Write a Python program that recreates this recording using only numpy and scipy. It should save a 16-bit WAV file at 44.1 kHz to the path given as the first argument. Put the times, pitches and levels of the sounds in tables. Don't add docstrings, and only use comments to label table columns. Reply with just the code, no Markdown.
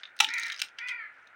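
import sys
import numpy as np
from scipy import signal
from scipy.fft import rfft, irfft
from scipy.io import wavfile
from scipy.ndimage import uniform_filter1d, map_coordinates

SR = 44100
rng = np.random.default_rng(int(sys.argv[2]) if len(sys.argv) > 2 else 0)


def log_audio(samples):
    frames = np.atleast_2d(samples).T
    limited = np.clip(frames, -1, 1)
    pcm = np.round(limited * 32767).astype(np.int16)
    wavfile.write(sys.argv[1], SR, pcm)


N = 59535

# start_s, level_db, treble_db, ring_hz, decay_s, plate_db
SNAPS = [(0.2034, -13, -1, 2930, 0.0036, -23), (0.2449, -21, -6.5, 2900, 0.0019, -48),
         (0.6174, -22.5, 1, 2500, 0.0016, -55.5)]
# frequency_hz, gain_db
SNAP_TONE = [(60, -41), (550, -42.5), (850, -25.5), (1080, -25.5), (1330, -2.5), (1600, -11), (2000, -11.5),
             (2600, 1), (3000, 2.5), (3800, -3), (4500, -13.5), (5400, -7), (7500, -14.5), (9300, -17.5),
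             (11000, -23.5), (12800, -37.5), (15300, -18)]


def snaps():
    out = np.zeros(N)
    for start_s, level_db, treble_db, ring_hz, decay_s, plate_db in SNAPS:
        snap = flake_break(SNAP_TONE, treble_db, ring_hz, decay_s, ring_db=-10, echo_db=-2)
        add(out, start_s, undb(level_db) * snap)
        add(out, start_s, undb(plate_db) * plate_ring())
    return out


# start_s, level_db, treble_db, ring_hz, decay_s
CRACKS = [(0.0334, -37.5, -23, 3550, 0.003), (0.054, -41, -35, 3730, 0.00081),
          (0.166, -56.5, 21, 3730, 0.0017), (0.19, -38, 4, 3750, 0.0019), (0.2011, -23, -12, 3810, 0.0041),
          (0.2385, -37.5, 12, 3040, 0.002), (0.254, -42, 0, 3120, 0.00058),
          (0.2883, -33, -9.5, 5360, 0.0012), (0.303, -44, 0, 5380, 0.001),
          (0.338, -34.5, 12.5, 4030, 0.0022), (0.3815, -36, 7, 3920, 0.0045),
          (0.397, -36.5, 37.5, 6350, 0.0022), (0.426, -44, -2, 3880, 0.0013),
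          (0.4338, -32.5, 2, 3920, 0.0015), (0.4578, -46.5, 12, 5510, 0.0015),
          (0.466, -39.5, 10, 4090, 0.0015), (0.482, -43, 15.5, 5170, 0.0012),
          (0.5003, -32, -7, 4010, 0.0011), (0.521, -34.5, 0, 3850, 0.00095), (0.526, -41, 3, 3190, 0.0015),
          (0.5433, -39.5, -14.5, 5100, 0.0012), (0.563, -44.5, -5.5, 5080, 0.00065),
          (0.576, -46.5, -5, 5190, 0.0015), (0.5855, -44.5, -1, 5000, 0.0021),
          (0.593, -37, 0, 3060, 0.0045), (0.5997, -35, 0.5, 2820, 0.0024),
          (0.631, -39.5, -14, 2780, 0.0015), (0.786, -35.5, -10.5, 3140, 0.0045),
          (0.874, -47, 2, 2760, 0.0044), (0.885, -36.5, 0.5, 3320, 0.0038), (0.892, -40.5, 6, 3230, 0.0019),
          (1.272, -57, 3.5, 3680, 0.0027)]
# frequency_hz, gain_db
CRACK_TONE = [(100, -39.5), (700, -37), (1050, -18.5), (1400, -0.5), (2200, -3), (2900, -1.5), (3400, -3),
              (3900, -2), (4600, -5.5), (5300, -5), (6300, -4.5), (7300, -19.5), (9200, -16.5),
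              (11000, -30.5), (13000, -40.5), (15300, -21.5)]


def cracks(boost_db=1):
    out = np.zeros(N)
    for start_s, level_db, treble_db, ring_hz, decay_s in CRACKS:
        crack = flake_break(CRACK_TONE, treble_db + 1, ring_hz, decay_s, ring_db=11.5, echo_db=-5.5)
        add(out, start_s, undb(level_db + boost_db) * crack)
    return out


def flake_break(tone, treble_db, ring_hz, decay_s, ring_db, echo_db):
    t = np.arange(4096) / SR
    clicks = np.sign(rng.standard_normal(len(t))) * np.exp(-t / decay_s)
    sound = colour(colour(clicks, tone), [(3320, 0), (8900, treble_db)])
    sound = sound + undb(ring_db) * resonance(sound, ring_hz, q=20)
    echo_s = .0031 * rng.uniform(.9, 1.1)
    sound = sound + undb(echo_db) * np.interp(t - echo_s, t, sound, left=0)
    power = uniform_filter1d(sound ** 2, 130, mode="constant")
    return sound / np.sqrt(power.max())


# time_s, level_db
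CRUMB_LEVELS = [(0, -57), (.02, -70), (.07, -67.5), (.14, -92), (.19, -55), (.225, -35), (.27, -49),
                (.36, -57), (.40, -47.5), (.53, -50), (.6, -69.5), (.65, -70), (.685, -55), (.72, -90),
                (.80, -67.5), (.85, -79), (.9, -50), (.97, -94.5), (1.2, -75), (1.35, -86.5)]


def crumbs(ticks_per_s=1400, pitch_count=12, spread_db=5):
    t = np.arange(N) / SR
    ticks = np.zeros(N)
    for pitch_hz in np.geomspace(2440, 11000, pitch_count):
        sizes = rng.choice([-1, 1], N) * undb(spread_db * np.minimum(rng.exponential(size=N), 2))
        hits = rng.random(N) < ticks_per_s / pitch_count / SR
        ticks += resonance(hits * sizes, pitch_hz, q=7) / np.sqrt(pitch_hz)
    level_db = np.interp(t, *np.array(CRUMB_LEVELS).T)
    return unit(colour(ticks, CRACK_TONE)) * undb(level_db)


# pitch_hz, gain_db, fade_s (time to fall by 60 dB)
PLATE_NOTES = [(837.4, 2, 0.074), (885, -11, .22), (1292.6, -4.5, 0.051), (1907, -17, .15),
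               (2303, -4, 0.078), (2946, -12, .12), (3300, -9, 0.11), (3450, -11.5, 0.13),
               (3830, -13.5, .1), (5060, -7.5, .08), (6440, -13, .08)]


def plate_ring():
    t = np.arange(N) / SR
    ring = np.zeros(N)
    for pitch_hz, gain_db, fade_s in PLATE_NOTES:
        note = np.sin(2 * np.pi * pitch_hz * t) * fade(t, fade_s)
        ring += undb(gain_db) * note * rng.choice([-1, 1])
    return keep_side(ring, "high", 765, order=6)


# start_s, level_db
PUSHES = [(0.206, -59), (0.244, -60), (0.423, -68.5), (0.619, -68.5)]


def pushes(pitch_hz=276, q=1.7, rise_s=0.018):
    out = np.zeros(N)
    age = np.arange(N) / SR / rise_s
    swell = age * np.exp(1 - age)
    for start_s, level_db in PUSHES:
        rumble = resonance(rng.standard_normal(N), pitch_hz, q)
        rumble = resonance(rumble, pitch_hz, q)
        add(out, start_s, undb(level_db) * unit(rumble) * swell)
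    return out


# time_s, pitch_hz, level_db, roughness (capped at 1)
CAWS = [
    [(.26, 443.4, -53, 0.52), (.30, 468.2, -36.5, 0.5), (.345, 482.6, -32, 0.54), (.385, 471.6, -34, 0.64),
     (.44, 458.5, -38, 1.11), (.51, 443.2, -39.5, 0.94), (.55, 421, -54, .95), (.58, 390, -72, 1.1)],
    [(.78, 447, -51, 0.53), (.812, 481.3, -39.5, 0.37), (.86, 496.8, -40, 0.37), (.90, 500.6, -34, 0.31),
     (.937, 477.6, -38.5, 0.31), (.972, 473.2, -45.5, 0.13), (1.012, 442.2, -39.5, 0.29),
     (1.065, 419, -48.5, 0.78), (1.11, 407, -58, 0.8)],
]


def crow():
    calls = sum(caw(points) for points in CAWS)
    calls = keep_side(calls, "high", 1008, order=10)
    return calls + undb(-4) * reverb(calls, fade_s=0.31, build_s=0.0049)


# frequency_hz, gain_db
THROAT_TONE = [(450, -46.5), (780, -29), (990, -13.5), (1130, -36.5), (1420, -7.5), (1620, -15), (1950, 1),
               (2200, 1.5), (2450, -2), (2780, -21), (3050, -23.5), (3380, -23.5), (3700, -35.5),
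               (4200, -37), (4800, -29), (5300, -50), (9000, -56)]


def caw(points, waver_hz=59.88, flutter_hz=328, throat_pitch_hz=482.5):
    t = np.arange(N) / SR
    time_s, pitch_hz, level_db, roughness = np.array(points).T
    roughness = np.clip(np.interp(t, time_s, roughness), 0, 1)
    pitch_hz = np.interp(t, time_s, pitch_hz) * (1 + 0.0051 * wander(waver_hz))
    speed = np.where(t > time_s[0], pitch_hz / throat_pitch_hz, 1)
    pitch_shake = 1 + .06 * roughness * wander(flutter_hz)
    phase = 2 * np.pi * np.cumsum(pitch_hz / speed * pitch_shake) / SR
    pulses = unit(sum(np.cos(k * phase) for k in range(1, 17)))
    pulses *= 1 + 0.23 * roughness * wander(flutter_hz)
    rasp = rng.standard_normal(N) * (1 + np.cos(phase))
    call = unit(colour(pulses, THROAT_TONE)) + undb(1) * roughness * unit(colour(rasp, THROAT_TONE))
    call = map_coordinates(call, [np.cumsum(speed)], mode="mirror")
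    call = call / np.sqrt(uniform_filter1d(call ** 2, size=1300) + 1e-9)
    level_db = np.interp(t, time_s, level_db, left=-120, right=-120)
    return call * undb(level_db + 1.06 * wander(waver_hz))


# frequency_hz, gain_db
ROOM_TONE = [(100, 8), (600, 3.5), (3000, -3), (6000, -5.5), (9500, -3.5), (12000, -9.5), (15000, -5.5)]


def room(sound, split_hz=21000, build_s=0.018):
    low = reverb(keep_side(sound, "low", split_hz, order=2), fade_s=0.1, build_s=build_s)
    high = reverb(keep_side(sound, "high", split_hz, order=2), fade_s=0.11, build_s=build_s)
    return undb(-8.5) * colour(low + high, ROOM_TONE)


# frequency_hz, gain_db
HISS_TONE = [(25, -35), (60, -27.5), (95, -13.5), (140, -18.5), (380, -13), (750, -7.5), (1150, -8),
             (1400, 6.5), (1700, 2), (2350, -3.5), (2800, -12), (3800, -26), (5000, -34.5), (9000, -36),
             (13000, -52.5), (15500, -37)]


def hiss(level_db=-56):
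    noise = unit(colour(rng.standard_normal(N), HISS_TONE))
    return noise * undb(level_db + 0.23 * wander(9.9))


def undb(db):
    return 10 ** (np.asarray(db) / 20)


def unit(x):
    return x / np.sqrt(np.mean(x ** 2) + 1e-20)


def fade(t, fade_s):
    return np.exp(-np.log(1000) * t / fade_s)


def wander(hz):
    t = np.arange(N) / SR
    return unit(np.interp(t * hz, np.arange(N), rng.standard_normal(N)))


def add(out, start_s, x):
    i = max(int(start_s * SR), 0)
    out[i:i + len(x)] += x[:max(N - i, 0)]


def resonance(x, hz, q):
    return signal.lfilter(*signal.iirpeak(hz, q, fs=SR), x)


def keep_side(x, side, edge_hz, order):
    return signal.sosfilt(signal.butter(order, edge_hz, side, fs=SR, output="sos"), x)


def colour(x, tone, size=2048):
    hz, db = np.array(tone, float).T
    grid_hz = np.maximum(np.arange(size // 2 + 1) * SR / size, 1)
    gains = undb(np.interp(np.log(grid_hz), np.log(hz), db))
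    folded = irfft(np.log(gains))
    folded[1:size // 2] *= 2
    folded[size // 2 + 1:] = 0
    click_response = irfft(np.exp(rfft(folded)))
    return signal.fftconvolve(x, click_response)[:len(x)]


def reverb(x, fade_s, build_s):
    t = np.arange(N) / SR
    build_up = 1 - np.exp(-(t / build_s) ** 2)
    tail = rng.standard_normal(N) * fade(t, fade_s) * build_up
    return signal.fftconvolve(x, unit(tail))[:N] / np.sqrt(N)


def scene():
    crushing = snaps() + cracks() + crumbs()
    return (crushing + room(crushing) + pushes() + crow() + hiss())[None]


def record(dry):
    return signal.sosfilt(signal.ellip(8, .2, 70, 15900, fs=SR, output="sos"), dry)


dry = scene()
out = record(dry)
log_audio(out)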